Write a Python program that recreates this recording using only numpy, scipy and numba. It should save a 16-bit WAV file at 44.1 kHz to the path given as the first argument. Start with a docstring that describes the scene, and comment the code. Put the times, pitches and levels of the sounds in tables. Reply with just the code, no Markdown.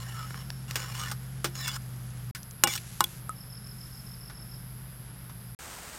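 """A ladle scrapes and squeals on a steel wok of hot sugar syrup, under bush crickets, a cricket trill and far engines.
Knocks ring the modes of the pan, stick-slip clicks drive them in scrapes, single wavering modes squeal.
Noise bursts make spits, ticks and fire snaps; gliding sines make the insects; slow sines make the drones.
Three scenes parted by short silences: wide, close with drips and a chirping cricket, then a foaming boil alone."""
import sys
import numpy as np
from scipy import signal
from scipy.fft import rfft, irfft, next_fast_len
from scipy.io import wavfile
from scipy.ndimage import uniform_filter1d
from numba import njit

SR = 44100
rng = np.random.default_rng(int(sys.argv[2]) if len(sys.argv) > 2 else 0)


def output_pcm(signal):
    """Save a mono or channel-first signal as 16-bit PCM at the path in sys.argv[1].

    Samples are clipped to [-1, 1] before scaling.
    """
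    pcm = np.clip(np.atleast_2d(signal).T, -1, 1) * 32767
    wavfile.write(sys.argv[1], SR, np.round(pcm).astype(np.int16))


N = 263718
T = np.arange(N) / SR

# scenes: start [s], end [s]
WIDE, CLOSE, LATER = (0, 2.312), (2.348, 5.550), (5.589, 6.0)


def undb(db):
    """Decibels to gain."""
    return 10 ** (np.asarray(db) / 20)


def unit(x):
    """Scale to a standard deviation of 1."""
    return x / (np.std(x) + 1e-12)


def curves(rows):
    """Columns of a table as straight-line automation over time."""
    times, *columns = np.transpose(rows)
    return [np.interp(T, times, column) for column in columns]


def gate(start, end, ramp=0.00057):
    """1 between two times, with short ramps."""
    return np.clip((T - start) / ramp, 0, 1) * np.clip((end - T) / ramp, 0, 1)


def swell(start, length, attack, release):
    """Envelope of attack, hold and release."""
    return np.clip((T - start) / attack, 0, 1) * np.clip((start + length - T) / release, 0, 1)


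def fade(t, t60):
    """Exponential decay by 60 dB in t60 seconds."""
    return np.exp(-np.log(1000) * t / max(t60, 1e-3))


def by_scene(wide_db, close_db):
    """Gain of a steady sound in the wide scene and after it."""
    return undb(np.where(T < WIDE[1], wide_db, close_db))


def walk(rate):
    """Random modulation: levels held 1 / rate s and smoothed twice; spread near 1."""
    hold = max(int(SR / rate), 1)
    steps = np.repeat(rng.standard_normal(N // hold + 1), hold)
    return 1.3 * uniform_filter1d(uniform_filter1d(steps, hold), hold)[:N]


def noise_at(size, hz):
    """A short random tremble of spread near 1, about hz changes a second."""
    place = np.arange(size) * hz / SR
    return np.interp(place, np.arange(SR // 100), rng.standard_normal(SR // 100))


def colour(x, points):
    """Causal (minimum-phase) filter through (frequency [Hz], gain [dB]) points."""
    size = 2 * next_fast_len(len(x))
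    hz, db = np.transpose(points)
    bins = np.log(np.fft.rfftfreq(size, 1 / SR) + 1)
    log_gain = np.log(undb(np.interp(bins, np.log(hz), db)))
    # folding the cepstrum onto positive times makes the filter causal
    cepstrum = irfft(log_gain)
    cepstrum[1:size // 2] *= 2
    cepstrum[size // 2 + 1:] = 0
    return irfft(rfft(x, size) * np.exp(rfft(cepstrum)))[:len(x)]


def noise(points):
    """Coloured noise of rms 1."""
    return unit(colour(rng.standard_normal(N), points))


def crackle(rate, spread_db):
    """Random clicks of very unequal size, rms 1."""
    size = undb(spread_db * np.minimum(rng.exponential(size=N), 2 * np.pi))
    return unit((rng.random(N) < rate / SR) * size * rng.choice([-1, 1], N))


def add(out, s, x):
    """Mix x into out at time s."""
    i = max(int(s * SR), 0)
    out[i:i + len(x)] += x[:max(N - i, 0)]


def bursts(rows, points, t60):
    """A short, dying puff of coloured noise for each (time [s], level [dB]) row."""
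    out, t = np.zeros(N), T[:SR // 12]
    for s, db in rows:
        puff = unit(colour(rng.standard_normal(len(t)), points))
        add(out, s, undb(db) * puff * fade(t, t60))
    return out


@njit
def resonate(x, hz, width):
    """Band-pass with a moving centre, gain 1 there."""
    y, band, low = np.empty(len(x)), 0., 0.
    for i in range(len(x)):
        g, damping = np.tan(np.pi * hz[i] / SR), width / hz[i]
        v = (band + g * (x[i] - low)) / (1 + g * (g + damping))
        band, low, y[i] = 2 * v - band, low + 2 * g * v, damping * v
    return y


# modes of the wok with the ladle against it: (frequency [Hz], level [dB], t60 [s])
WOK_MODES = [(175, -17, .15), (345, -14, .25), (520, -15, .1), (829, -10, .11), (1060, -6, .08),
             (1290, -8, .04), (1465, -10, .12), (1720, -10, .05), (2080, -15, .08), (2280, -14, .09),
             (2860, -2, .05), (3410, -12, .1), (3880, -21, .11), (4250, -15, .04), (5120, -9, .05),
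             (5550, -8, .035), (6800, -3, .024), (7200, -4, .025), (8130, -5, .04), (8730, -4, .027),
             (9650, -12, .03), (12450, -11, .035), (12950, -10, .025), (14550, -8, .025)]
# tone of stick-slip rubbing: (frequency [Hz], gain [dB])
RUB_TONE = [(150, -44), (500, 4.5), (1100, 9.5), (2000, 9.5), (3500, -1.5), (5500, -3), (8000, -10),
            (11000, -11), (15500, -11.5)]
# ladle strokes across the pan:
# (start [s], length [s], level before the band gains [dB], growth over the stroke [dB], treble [dB])
STROKES = [(-.03, 0.47, -45, -6.5, -8), (.675, 0.098, -46, -3, -3), (0.764, 0.19, -40, -7, -6.5),
           (0.934, 0.186, -38, -2, -4), (1.543, 0.2355, -41, 3.5, -1), (2.677, .105, -40, -3, 5)]
SCRAPE_ATTACK_S, SCRAPE_RELEASE_S = 0.016, 0.023


def scrapes(contact_width_hz=55, bend=0.026, grit_db=-4, shift_db=4, split_hz=4500):
    """Stick-slip clicks ring the pan; the sliding contact damps its modes, bends them and favours them in turn."""
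    slips = crackle(rate=4000, spread_db=3.5) * undb(1.5 * walk(180))
    ring = np.zeros(N)
    for hz, db, life in WOK_MODES:
        favour = undb(db + shift_db * walk(34.96)) * np.sqrt(life)
        bent_hz = np.minimum(hz * (1 + bend * walk(24)), SR / 2.3)
        ring += favour * resonate(slips, bent_hz, contact_width_hz + 3.3 / life)
    rub = colour(unit(ring) + undb(grit_db) * slips, RUB_TONE)
    high = unit(signal.sosfilt(signal.butter(4, split_hz, "high", fs=SR, output="sos"), rub))
    low = unit(signal.sosfilt(signal.butter(4, split_hz, fs=SR, output="sos"), rub))
    out = np.zeros(N)
    for start, length, db, growth_db, treble_db in STROKES:
        progress = np.clip((T - start) / length, 0, 1)
        envelope = swell(start, length, SCRAPE_ATTACK_S, SCRAPE_RELEASE_S)
        pressure = envelope * undb(db + growth_db * (progress - .5))
        out += pressure * (.5 * low + undb(treble_db) * high)
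    return out


# syrup smears on the hot steel: (start [s], length [s], level [dB])
SMEARS = [(1.65, 0.13, -61), (2.73, 0.51, -54), (3.702, 0.51, -67)]
FIZZ_ATTACK_S, FIZZ_RELEASE_S = 0.061, 0.13
SIMMER_DB = (-60.5, -67)  # the steadily simmering rim: wide, close


def fizz():
    """Tiny steam bubbles burst where the syrup wets the hot wall: coloured crackle."""
    tone = [(500, -41), (1500, 2.0), (4000, 1.5), (7000, 3.5), (10000, -0.5), (15000, -12.0)]
    pops = colour(crackle(rate=2300, spread_db=1), tone)
    smears = sum(undb(db) * swell(start, length, FIZZ_ATTACK_S, FIZZ_RELEASE_S)
                 for start, length, db in SMEARS)
    return unit(pops) * (by_scene(*SIMMER_DB) + smears)


def drone(hz, gain, waver=0.0083, throb_db=0.86):
    """A far motor tone: a sine wavering in pitch and level in the air."""
    phase = 2 * np.pi * np.cumsum(hz * (1 + waver * walk(30.17))) / SR
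    return np.sqrt(2) * gain * undb(throb_db * walk(12)) * np.sin(phase)


# speed of the far engine: (time [s], firing rate [Hz])
ENGINE_SPEED = [(0, 118.7), (.2, 125.2), (.5, 130.5), (.97, 123.5), (1.4, 130.4), (1.65, 130), (1.85, 124),
                (2.8, 121.8), (4, 125.3), (4.25, 121.1), (4.9, 126.4), (5.4, 120.8)]
MOTOR_HZ = 58.1  # a second, steady motor
# levels: wide [dB], close [dB]
ENGINE_DB, MOTOR_DB, MOTOR_THIRD_DB = (-40, -46.5), (-50.5, -57), (-54, -55.5)
# a vehicle far off gathers speed and is loudest as it passes
VEHICLE_PASS_S, VEHICLE_HZ, VEHICLE_HZ_PER_S = 4.55, 47.8, 4.8
VEHICLE_DB, VEHICLE_FADE_DB_PER_S = -53, 6.5


def engines():
    """Only the lowest tones of the motors carry this far: one engine, one steady motor, one passing vehicle."""
    engine = drone(curves(ENGINE_SPEED)[0], by_scene(*ENGINE_DB))
    motor = drone(MOTOR_HZ, by_scene(*MOTOR_DB))
    motor += drone(3 * MOTOR_HZ, by_scene(*MOTOR_THIRD_DB))
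    since = T - VEHICLE_PASS_S
    vehicle_gain = undb(VEHICLE_DB - VEHICLE_FADE_DB_PER_S * np.abs(since))
    vehicle = drone(VEHICLE_HZ + VEHICLE_HZ_PER_S * since, vehicle_gain)
    return engine + motor + vehicle


# low rumble of traffic and fire: (frequency [Hz], level [dB per Hz])
RUMBLE_TONE = [(20, -38), (33, -19), (43, -21.5), (58, -4), (75, 1), (95, 6), (125, 7), (150, 9),
               (175, -2.5), (210, 5), (250, -11.5), (400, -34.5)]
# hiss of open air: (frequency [Hz], level [dB per Hz])
AIR_TONE = [(200, 5), (300, 2.5), (600, -1.5), (1000, -2), (1500, 0), (2500, -8), (3600, -8.5), (4400, -12),
            (5200, -12), (6200, -21.5), (9000, -18), (16000, -31)]
RUMBLE_DB, AIR_DB = (-48.5, -51), (-53.5, -55)  # wide, close


def outdoors():
    """Low rumble and the soft, slightly uneven hiss of the meadow, both coloured noise."""
    rumble = noise(RUMBLE_TONE) * by_scene(*RUMBLE_DB)
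    air = noise(AIR_TONE) * by_scene(*AIR_DB) * undb(.5 * walk(23))
    return rumble + air


def bush_cricket(rate, start_hz, end_hz):
    """Each wing stroke is a falling whistle; the grass scatters it a little."""
    stroke = np.cumsum(rate * (1 + .003 * walk(20))) / SR % 1
    hz = start_hz + (end_hz - start_hz) * stroke + 90 * walk(370)
    whistle = np.sin(2 * np.pi * np.cumsum(hz) / SR)
    return unit(np.sin(np.pi * stroke) ** 1.75 * whistle) * undb(0.41 * walk(110))


# bush crickets: wing strokes per second, start [Hz], end [Hz]
STEADY_CRICKET, PAUSING_CRICKET = (134.7, 11900, 10250), (152.5, 12850, 11500)
# the pausing cricket rests at even intervals
FIRST_REST_S, REST_EVERY_S, REST_S = .58, .745, .11


def insects(steady_db=-55, pausing_db=-59, wide_db=-2.5, chorus_db=-59, far_chirp_db=-66):
    """Two near bush crickets over noise bands for a far chorus of their kind and of field crickets."""
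    awake = (T - FIRST_REST_S) % REST_EVERY_S > REST_S
    singing = uniform_filter1d(1. * awake, size=2600)
    chorus = noise([(9000, -60), (10300, -11.5), (11150, -7), (11700, -10), (13000, -42)])
    field_band = noise([(4200, -32), (4900, -12), (5350, -19.0), (6100, -35)])
    far = field_band * undb(far_chirp_db + walk(30))
    buzz = undb(steady_db) * bush_cricket(*STEADY_CRICKET)
    buzz += undb(pausing_db) * singing * bush_cricket(*PAUSING_CRICKET)
    buzz += undb(chorus_db) * chorus
    return buzz * undb(wide_db * gate(*WIDE)) + far


def far_trill(end_s=.66, db=-60.5):
    """A distant field cricket trills at first, smeared by the trees into a noise band, and then stops."""
    song = noise([(4700, -40), (5150, -8), (5380, 0), (5550, -8), (5900, -40)])
    return song * undb(db + 2.5 * walk(30)) * swell(-.1, end_s + .1, .05, .05)


# single modes sung by the sliding ladle: (time [s], length [s], start frequency [Hz], level [dB])
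SINGING_MODES = [(.005, 0.18, 1850, -51), (.12, 0.17, 1340, -42), (.96, 0.15, 1247, -42),
                 (1.52, 0.21, 5360, -42), (1.575, 0.16, 1840, -42), (1.575, .08, 4080, -45),
                 (1.618, 0.11, 3530, -36), (1.638, 0.056, 2260, -40), (2.636, 0.042, 847, -30),
                 (2.647, 0.073, 2370, -36), (2.655, .08, 3520, -37), (2.68, .07, 2190, -40),
                 (2.638, .05, 2950, -31), (2.705, 0.045, 2970, -42)]
SQUEAL_SAG = .05  # share by which the pitch falls as the contact moves on


def squeals(width_hz=60, waver=0.0086):
    """Friction keeps one mode ringing, unevenly, while the contact point moves; it swells, sags and dies."""
    out = np.zeros(N)
    for start, length, start_hz, db in SINGING_MODES:
        u = np.linspace(0, 1, int(length * SR))
        hz = start_hz * (1 - SQUEAL_SAG * u) * (1 + waver * noise_at(len(u), width_hz))
        phase = 2 * np.pi * np.cumsum(hz) / SR
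        tone = (.8 + .6 * noise_at(len(u), 2 * width_hz)) * np.sin(phase)
        tone += .6 * noise_at(len(u), 4 * width_hz) * np.cos(phase)
        add(out, start, undb(db) * np.sin(np.pi * u) * tone)
    return out


# dense, quickly dying clack of a contact: (frequency [Hz], gain [dB])
CLACK_TONE = [(50, -88), (180, -0.5), (480, -2.5), (850, -0.5), (1400, 1.5), (2300, -5.5), (3900, -7),
              (5500, -3.5), (6900, -12), (9300, -8), (11000, -25), (14500, -8), (16500, -32)]
# ladle blows:
# (time [s], nominal peak [dB], body [Hz], body [dB], bass [dB], treble [dB], clack t60 [s])
BLOWS = [(0.307, -27.5, 1300, -1, 0, -14, 0.0088), (0.344, -25, 1290, 3, -2, -10, 0.0077),
         (0.5032, -21, 930, -3, -1, -1.5, 0.0066), (0.7098, -19.5, 1370, -9.5, -4, -2, 0.013),
         (0.7566, -12.5, 1052, -4.5, -3.5, 1.5, 0.093), (1.1136, -21, 1210, 10.5, -3, 6, 0.071),
         (1.4439, -12, 890, -4, 3.5, 0, 0.1), (1.6788, -17, 1480, 16.5, -11, 12, 0.029),
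         (1.762, -26.5, 1300, 25, -14, 13, 0.029), (2.3496, -24, 1520, 4.5, -21, 2.5, .1),
         (2.6372, 1.5, 800, 8, 4, 8, .014), (2.6728, -11.5, 900, -2, 2, 1, .05),
         (2.7600, -19.5, 1300, 6, -21, 15, 0.027), (2.7763, -21.5, 2580, 10, -13, 2, 0.04),
         (3.0062, -1.5, 1130, 15, 0, 6, .016), (3.0408, -11, 1490, 0, -28, 13, .008)]
# hard blows and long contacts wake the modes more: share for a full-scale 31 ms clack, and how it grows
RING_DB, RING_DB_PER_DB, RING_DB_PER_DOUBLING = -3.5, 0.93, 6


def knocks(scatter_db=-1.5, detune=0.0064):
    """Each blow is a short clack plus the modes of the pan, weighted by where the ladle lands."""
    out, t = np.zeros(N), T[:SR // 3]
    for s, db, body_hz, body_db, bass_db, treble_db, t60 in BLOWS:
        chance = rng.standard_normal((len(WOK_MODES), 3))
        ring = np.zeros(len(t))
        for (hz, mode_db, life), (louder, sharper, sign) in zip(WOK_MODES, chance):
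            mode = fade(t, life) * np.sin(2 * np.pi * hz * (1 + detune * sharper) * t)
            ring += undb(mode_db + scatter_db * louder) * np.sign(sign) * mode
        ring_db = RING_DB + RING_DB_PER_DB * db + RING_DB_PER_DOUBLING * np.log2(t60 / 0.031)
        clack = unit(colour(rng.standard_normal(len(t)), CLACK_TONE)) * fade(t, t60)
        tone = [(body_hz / 2, bass_db), (body_hz, body_db), (2 * body_hz, 0), (8000, treble_db)]
        blow = colour(clack + undb(ring_db) * ring, tone)
        peak = 3.75 * np.std(blow[:SR // 300])  # nominal, from the onset
        add(out, s, blow / peak * undb(db))
    return out


# syrup specks on the hot wall: (time [s], level [dB])
SPECKS = [(1.233, -45), (2.431, -35.5), (2.5100, -36), (3.672, -43)]


def spits(t60=.011):
    """Single specks of syrup burst on the steel with a bright tick of noise."""
    tone = [(1000, -20), (3500, -12), (5500, -1), (8000, 0), (11000, -12), (15000, -9)]
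    return bursts(SPECKS, tone, t60)


def ticking(db=-47, t60=0.011):
    """A short, even train of faint dry noise ticks, like an insect's in the grass."""
    times = np.arange(1.82, 2.3, .0708)
    return bursts([(s, db) for s in times], [(3000, -40), (5500, 2), (8000, 1), (11000, -18)], t60)


# syrup drips from the ladle: (time [s], level [dB], bubble [Hz], t60 [s], tick relative to bubble [dB])
DRIPS = [(3.0430, -16.5, 3400, 0.022, -15), (3.2936, -25, 1276, 0.067, -1.5)]


def drops():
    """The surface breaks with a fine tick and a trapped bubble rings as a dying sine."""
    out, t = np.zeros(N), T[:SR // 8]
    tick_tone = [(1000, -22), (4000, -6), (9000, 16.0), (15000, -15)]
    for s, db, hz, t60, tick_db in DRIPS:
        tick = unit(colour(rng.standard_normal(len(t)), tick_tone)) * fade(t, 0.006)
        bubble = np.sin(2 * np.pi * hz * t) * fade(t, t60)
        add(out, s, undb(db) * (bubble + undb(tick_db) * tick))
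    return out


FIRST_CHIRP_S, CHIRP_EVERY_S = 3.355, .1415
CHIRP_DB, SONG_RISE_S = -46.5, .1  # the fade-in is centred on the first chirp


def field_cricket(count=9, syllable_s=0.0167, period_s=.0234, start_hz=5450, fall_hz=800,
                  echo_db=-5, opening_db=-3, scatter_db=1.7):
    """Chirps of four syllables that hold and then fall, the first one softer; the trees answer faintly."""
    out, t = np.zeros(N), T[:int(syllable_s * SR)]
    u = t / syllable_s
    for s in FIRST_CHIRP_S + CHIRP_EVERY_S * np.arange(count):
        for k, (loud, late, sharp) in enumerate(rng.standard_normal(size=(4, 3))):
            hz = start_hz + 40 * sharp - fall_hz * u ** 2
            syllable = np.sin(np.pi * u) * np.sin(2 * np.pi * np.cumsum(hz) / SR)
            level_db = CHIRP_DB + scatter_db * loud + opening_db * (k == 0)
            add(out, s + k * period_s + 0.00037 * late, syllable * undb(level_db))
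    out *= np.clip(.5 + (T - FIRST_CHIRP_S) / SONG_RISE_S, 0, 1)
    trees = rng.standard_normal(SR // 5) * fade(T[:SR // 5], 0.52)
    return out + undb(echo_db) * signal.fftconvolve(out, trees / np.linalg.norm(trees))[:N]


# soft snaps of the firewood: (time [s], level [dB])
WOOD_SNAPS = [(4.298, -43), (5.296, -47)]


def fire(t60=0.096):
    """Dull snaps of the wood under the pan: dying bursts of dark noise."""
    tone = [(300, -12), (1400, 0), (2500, -10), (3500, -10), (6000, -13), (8000, -26), (15000, -30)]
    return bursts(WOOD_SNAPS, tone, t60)


# tone of the rolling boil: (frequency [Hz], level [dB per Hz])
BOIL_TONE = [(25, -18), (55, 1), (85, -5), (170, -5), (270, -13), (450, -13), (750, -11), (1500, -10.5),
             (3500, -18), (6000, -17), (8500, -14.5), (10300, -21), (13500, -21), (16000, -27)]
# vigour of the boil: (time [s], level before the foam and bubble mix [dB])
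BOIL_VIGOUR = [(5.59, -44.5), (5.63, -42.8), (5.69, -44), (5.77, -42.5), (5.88, -44.3), (5.98, -44.2)]


def boil(count=200):
    """Foam: a dense crackle of bursting films with short rising bubble tones in it."""
    bubbles, t = np.zeros(N), T[:SR // 30]
    for when, pitch, size in rng.random((count, 3)):
        hz = 700 * 13 ** pitch
        life = 24 / hz
        rising = hz * (1 + .1 * np.minimum(t / life, 1))
        # small bubbles ring briefly but burst more sharply
        bubble = size ** 3 * hz ** .35 * fade(t, life) * np.sin(2 * np.pi * rising * t)
        add(bubbles, LATER[0] + when * (T[-1] - LATER[0]), bubble)
    foam = unit(colour(crackle(rate=11000, spread_db=2.4), BOIL_TONE)) * undb(.7 * walk(120))
    bubbles /= np.std(bubbles[T > LATER[0]])
    return undb(curves(BOIL_VIGOUR)[0]) * (.95 * foam + .22 * bubbles)


def scene():
    """Stirring in the wide and close scenes, the boil alone in the last."""
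    pan = scrapes() + fizz() + squeals() + knocks() + spits() + drops() + fire()
    meadow = engines() + outdoors() + insects() + far_trill() + ticking() + field_cricket()
    stirring = (pan + meadow) * (gate(*WIDE) + gate(*CLOSE))
    return (stirring + boil() * gate(*LATER))[None]


TOP_HZ = 16000


def record(dry):
    """Clip hard at full scale, then cut the top with a steep low-pass."""
    top_cut = signal.ellip(8, .2, 80, TOP_HZ, fs=SR, output="sos")
    return signal.sosfilt(top_cut, np.clip(dry, -1, 1))


dry = scene()
out = record(dry)
output_pcm(out)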